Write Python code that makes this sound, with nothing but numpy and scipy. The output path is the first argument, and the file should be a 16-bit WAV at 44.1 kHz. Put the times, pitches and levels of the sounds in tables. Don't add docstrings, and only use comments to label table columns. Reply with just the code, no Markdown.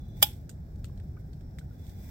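import sys
import numpy as np
from scipy import signal
from scipy.fft import rfft, irfft
from scipy.io import wavfile
from scipy.ndimage import uniform_filter1d

SR = 44100
rng = np.random.default_rng(int(sys.argv[2]) if len(sys.argv) > 2 else 0)


def bounce(signal):
    frames = np.transpose(np.atleast_2d(signal))
    limited = np.clip(frames, -1, 1)
    pcm = np.round(limited * 32767).astype(np.int16)
    wavfile.write(sys.argv[1], SR, pcm)


N = 92610
T = np.arange(N) / SR
HZ = np.fft.rfftfreq(N, 1 / SR)
AGE = np.arange(8192) / SR
POP_S = .2272

# start_s, level_db, rise_s, t60_s (time to fade by 60 dB), tilt_db_per_octave
TEAR_STAGES = [(.217, -35, .005, .04, -1.5), (.2241, -19, .0012, 0.0191, -4), (.2267, -6, .0008, .016, 0),
               (0.2299, -11, 0.00039, .029, 1)]
# pitch_hz, relative level_db (per Hz)
TEAR_SPECTRUM = [(150, -40), (380, -19), (560, -4), (850, -5), (1020, -12), (1300, -7.5), (1900, -3.5),
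                 (2700, -4), (3250, 7), (4200, -8), (5080, 4), (5900, -7), (7700, 4), (9000, -1.5),
                 (11700, 6), (13400, 3), (15000, 3), (16500, -5)]
# pitch_hz, level_db, t60_s
CREAK_TONES = [(3330, -39.5, .02), (4970, -34.5, .025), (5150, -36.5, 0.02)]
# pitch_hz, relative level_db (per Hz)
PUFF_SPECTRUM = [(200, -33.5), (400, -13), (520, -1), (660, -1), (740, -6), (820, 4), (950, -15),
                 (1500, -32)]
# pitch_hz, level_db (added to RING_DB), t60_s, left_minus_right_db
LID_TONES = [(630, -18, .05, 0), (812, -5, .05, -1), (854.84, -18, 0.14, 2), (1432.4, -30, .11, -6.5),
             (2378, -10, 0.047, -7), (3123, 2.5, 0.049, -3.5), (3345, 2.5, .04, -6), (3432, -1, .05, -1.5),
             (3345, -17, .14, 2.5), (3777, -15, .09, -2), (5035, -8, .04, -12.5), (5071, -8, .04, -7),
             (6480, -10.5, .045, -0.5), (11490, -4, .05, -6.5), (11760, -5, .05, -2.5),
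             (11500, -5, .05, -2.5), (13270, -6, 0.061, -2), (13440, -5, .05, -3.5), (14260, -7, .045, -2),
             (14720, -8, .045, -2)]
CREAK_S, CREAK_RISE_S = 0.24, .005
PUFF_DB, PUFF_RISE_S, PUFF_T60_S = -33, .001, .04
RING_DB, RING_RISE_S = -17.5, .0015
TEAR_PAN_DB = -2.2


def crack():
    out = np.zeros((2, N))
    creak = sum(amp(db) * ring(hz, CREAK_RISE_S, t60) for hz, db, t60 in CREAK_TONES)
    add(out, CREAK_S, creak)
    for start, db, rise, t60, tilt in TEAR_STAGES:
        tear = burst(rise, t60) * hiss(TEAR_SPECTRUM, tilt)
        add(out, start, amp(db) * pan(TEAR_PAN_DB) * tear)
    puff = burst(PUFF_RISE_S, PUFF_T60_S) * hiss(PUFF_SPECTRUM)
    add(out, POP_S, amp(PUFF_DB) * puff)
    for hz, db, t60, side in LID_TONES:
        add(out, POP_S, amp(RING_DB + db) * pan(side) * ring(hz, RING_RISE_S, t60))
    return out


# pitch_hz, relative level_db (per Hz), t60_s
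TAIL_SPECTRUM = [(199.7, -24, .2), (550, -5, .2), (832.8, -0.5, .2), (1050, -8, 0.14), (2010, -9, .27),
                 (2750, 2, 0.18), (3300, 8.5, .2), (4100, -7.5, 0.28), (5300, -7.5, 0.27),
                 (6200, -10, 0.24), (8200, -4.5, .25), (10500, -1.5, 0.24), (12300, 5, .19),
                 (15600, -1, .19)]
TAIL_DB, TAIL_RISE_S = -28.5, .008
SPUTTER_DB, SPUTTER_S = 1.5, .004


def tail():
    out = np.zeros((2, N))
    steady = hiss(TAIL_SPECTRUM, size=16384)
    hz, t, bands = signal.stft(steady, SR, nperseg=512, noverlap=384)
    t60 = read(TAIL_SPECTRUM, hz, axis=2)[:, None]
    bands = bands * amp(-60 * t / t60)
    dying = signal.istft(bands, SR, nperseg=512, noverlap=384)[1]
    age = T[:dying.shape[1]]
    level = TAIL_DB + SPUTTER_DB * wander(len(age), SPUTTER_S * SR)
    add(out, POP_S, amp(level) * np.minimum(age / TAIL_RISE_S, 1) * dying)
    return out


# start_s, level_db, t60_s, tilt_db_per_octave, favoured pitch_hz
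TAB_TICKS = [(0.083, -67, 0.051, 7.5, 12500), (0.4935, -43.5, 0.0372, 2.5, 7000),
             (0.5132, -53.5, 0.024, 1.5, 9000), (.7575, -65.5, .03, 0, 6000),
             (0.8439, -44, 0.0205, -1, 3200), (0.8527, -54, .035, 2, 9000), (.9755, -62, .04, -2.5, 4200),
             (.999, -59.5, .04, -4.5, 1700), (1.3312, -59.5, 0.0388, -1, 4400),
             (1.4085, -64, .04, -2, 1700), (1.5857, -48, .028, -.5, 2050), (1.591, -55, .035, 1.5, 7000),
             (1.8661, -56, 0.0294, 2, 3800), (1.894, -56, .045, 1, 6000)]
# pitch_hz, relative level_db (per Hz)
TICK_SPECTRUM = [(300, -9.5), (950, -17), (1500, 3.5), (2100, 0.5), (2900, -1.5), (3600, 5), (4400, 0.5),
                 (5300, 0), (6800, 0), (8300, 4), (11000, -5.5), (14500, -1.5), (16500, -23)]
TICK_RISE_S, TICK_ECHO_DB, TICK_ECHO_T60_S = .0003, -20, 0.24
FOCUS_DB, FOCUS_OCTAVES = 5, .4


def ticks():
    out = np.zeros((2, N))
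    bins = np.fft.rfftfreq(len(AGE), 1 / SR) + 1
    for start, db, t60, tilt, hz in TAB_TICKS:
        focus = FOCUS_DB * np.exp(-(np.log2(bins / hz) / FOCUS_OCTAVES) ** 2)
        echo = amp(TICK_ECHO_DB) * burst(TICK_RISE_S, TICK_ECHO_T60_S)
        shape = burst(TICK_RISE_S, t60) + echo
        add(out, start, amp(db) * shape * hiss(TICK_SPECTRUM, tilt, focus))
    return out


# start_s, pitch_hz, level_db, t60_s
CAN_PLINKS = [(.4938, 1540, -51, 0.0305), (0.8437, 1350, -56.5, 0.033), (0.8974, 1070, -56, 0.019),
              (1.1686, 1230, -54, 0.0367), (1.169, 2300, -61, .025), (1.174, 1478, -55, 0.059),
              (1.586, 1850, -41, .007), (1.6126, 1498, -54, .04), (1.7097, 1421, -62, 0.067)]
PLINK_RISE_S = 0.000535


def plinks():
    out = np.zeros((2, N))
    for start, hz, db, t60 in CAN_PLINKS:
        add(out, start, amp(db) * ring(hz, PLINK_RISE_S, t60))
    return out


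# time_s, level_db
FIZZ_LOUDNESS = [(0, -69), (.14, -71), (.21, -54), (.36, -62), (.5, -72.5), (1.0, -69), (1.4, -71.5),
                 (1.68, -69.5), (1.82, -64.5), (1.89, -57), (1.94, -62.5), (2.05, -57), (2.1, -57.5)]
# pitch_hz, relative level_db (per Hz)
FIZZ_SPECTRUM = [(500, -8), (850, 13.5), (1100, -6), (1750, 2), (2000, -1), (2300, 5), (2950, -9),
                 (3500, 0.5), (4400, -6.5), (5400, 2), (6400, -4.5), (8300, -0.5), (10800, -6.5),
                 (12200, 2), (13400, 0), (14800, 1.5), (16000, 4)]
BUBBLES_PER_S, BUBBLE_SPREAD_DB = 2500, 4
BUBBLE_SHARE = .5
FIZZ_FLUTTER_DB, FIZZ_FLUTTER_S = 1.44, 0.014


def fizz():
    pops = (rng.random((2, N)) < BUBBLES_PER_S / SR) * rng.choice([-1, 1], (2, N))
    pops = pops * amp(BUBBLE_SPREAD_DB * np.minimum(rng.exponential(1, (2, N)), 4))
    fine_hiss = rng.standard_normal((2, N))
    drive = BUBBLE_SHARE * unit(pops) + (1 - BUBBLE_SHARE) * fine_hiss
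    flutter = FIZZ_FLUTTER_DB * wander(N, FIZZ_FLUTTER_S * SR)
    level = over_time(FIZZ_LOUDNESS) + flutter
    return amp(level) * colour(drive, read(FIZZ_SPECTRUM, HZ) + ripple(N))


# pitch_hz, width_hz (to each side), relative level_db
RUB_RESONANCES = [(3465.7, 55, 0), (3940, 30, -4), (5928, 50, -8)]
# time_s, level_db
RUB_LOUDNESS = [(0, -74), (.18, -69), (.3, -83.5), (.5, -95), (1.62, -93), (1.83, -72.5), (1.93, -74),
                (2.1, -74)]


def rub():
    gain = sum(amp(db) / (1 + ((HZ - hz) / width) ** 2) for hz, width, db in RUB_RESONANCES)
    singing = colour(rng.standard_normal((2, N)), 20 * np.log10(gain))
    return amp(over_time(RUB_LOUDNESS)) * singing


HOLLOW_HZ, HOLLOW_WIDTH_HZ, HOLLOW_DB = 854.7, 22.8, -61
HOLLOW_S, HOLLOW_SPREAD_S = 2.2, 0.0326


def hollow():
    hum = colour(rng.standard_normal(N), resonance_db(HOLLOW_HZ, HOLLOW_WIDTH_HZ))
    swell = np.exp(-((T - HOLLOW_S) / HOLLOW_SPREAD_S) ** 2)
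    return amp(HOLLOW_DB) * swell * hum


# time_s, level_db
INSECT_LOUDNESS = [(0, -86), (.6, -85), (.95, -81), (1.3, -84), (1.5, -77), (1.7, -82), (2.1, -80)]
INSECT_HZ, INSECT_WIDTH_HZ = 5400, 170


def insect():
    buzz = colour(rng.standard_normal((2, N)), resonance_db(INSECT_HZ, INSECT_WIDTH_HZ))
    return amp(over_time(INSECT_LOUDNESS)) * buzz


# pitch_hz, relative level_db (per Hz)
AIR_SPECTRUM = [(15, -28.5), (25, -12.5), (35, -0.5), (46, -3.5), (68, 2), (102, -2), (155, -4.5),
                (210, -12.5), (310, -19.5), (430, -26.5), (600, -29.5), (800, -32), (1020, -44),
                (1250, -43), (1650, -40.5), (2050, -51), (2900, -60.5), (3600, -55), (5400, -55.5),
                (8000, -61.5), (16000, -65)]
# pitch_hz, likeness (1 same, 0 unrelated, -1 opposite; no unit)
AIR_LIKENESS = [(60, 0.977), (160, 0.988), (290, .77), (640, .45), (1300, -0.47), (3000, .1),
                (15000, 0.074)]
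AIR_DB, AIR_PATCHY_DB = -40.5, 1


def air():
    noise = rng.standard_normal((2, N))
    hz, _, (left, other) = signal.stft(noise, SR, nperseg=2048, noverlap=1536)
    same = np.clip(read(AIR_LIKENESS, hz), -.995, .995)[:, None]
    right = same * left + np.sqrt(1 - same ** 2) * other
    patches = uniform_filter1d(rng.standard_normal(left.shape), size=8, axis=0)
    patches = unit(uniform_filter1d(patches, size=8, axis=1))
    bands = np.array([left, right]) * amp(AIR_PATCHY_DB * patches)
    rumble = signal.istft(bands, SR, nperseg=2048, noverlap=1536)[1][:, :N]
    return amp(AIR_DB) * colour(rumble, read(AIR_SPECTRUM, HZ))


def amp(db):
    return 10 ** (np.asarray(db) / 20)


def unit(x):
    return x / np.sqrt(np.mean(x ** 2) + 1e-20)


def read(points, hz, axis=1):
    table = np.transpose(points)
    return np.interp(np.log(hz + 1), np.log(table[0] + 1), table[axis])


def over_time(points):
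    return np.interp(T, *np.transpose(points))


def pan(db):
    return amp(np.array([[db], [-db]]) / 2)


def colour(x, db):
    return unit(irfft(rfft(x) * amp(db), x.shape[-1]))


def resonance_db(centre, width):
    return -20 * np.log10(1 + ((HZ - centre) / width) ** 2)


def wander(length, span):
    bell = np.exp(-(2 * np.fft.rfftfreq(length) * span) ** 2)
    return unit(irfft(rfft(rng.standard_normal(length)) * bell, length))


RIPPLE_DB, RIPPLE_WIDTH_HZ = 3.5, 70


def ripple(length):
    span = RIPPLE_WIDTH_HZ * length / SR
    return RIPPLE_DB * np.array([wander(length, span)[:length // 2 + 1] for _ in range(2)])


ALIKE_HZ = 1280


def hiss(points, tilt_db=0, extra_db=0, size=len(AGE)):
    hz = np.fft.rfftfreq(size, 1 / SR)
    mid, side = rfft(rng.standard_normal((2, size)))
    apart = np.sqrt(.5 / (1 + (ALIKE_HZ / (hz + 1)) ** 4))
    both = mid * np.sqrt(1 - apart ** 2) + np.array([[1], [-1]]) * side * apart
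    slope = tilt_db * np.log2(np.maximum(hz, SR / 50))
    uneven = np.sqrt(2) * apart * ripple(size)
    return unit(irfft(both * amp(read(points, hz) + slope + extra_db + uneven), size))


def burst(rise, t60):
    return np.minimum(AGE / rise, 1) * amp(-60 * np.maximum(AGE - rise, 0) / t60)


def ring(hz, rise, t60):
    spread = min((hz / 4500) ** 2, .5)
    phase = rng.random() + rng.uniform(-1, 1, (2, 1)) * spread
    return burst(rise, t60) * np.sin(2 * np.pi * (hz * AGE + phase))


def add(mix, start, sound):
    part = mix[:, round(start * SR):][:, :sound.shape[-1]]
    part += sound[..., :part.shape[1]]


HANDLING_PAN_DB = -1.66


def scene():
    backdrop = air()
    opening = crack() + hollow()
    handling = tail() + ticks() + plinks() + fizz() + rub()
    return backdrop + opening + pan(HANDLING_PAN_DB) * handling + insect()


# pitch_hz, gain_db
MIC_RESPONSE = [(8700, 0), (9300, -7), (9800, -15.5), (10500, -5), (11400, -0.5)]
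EDGE_HZ = 16050


def record(dry):
    heard = irfft(rfft(dry) * amp(read(MIC_RESPONSE, HZ)), N)
    clipped = np.clip(heard, -1, 1)
    lowpass = signal.firwin(255, EDGE_HZ, window=("kaiser", 9), fs=SR)
    return signal.oaconvolve(clipped, lowpass[None], "same")


dry = scene()
out = record(dry)
bounce(out)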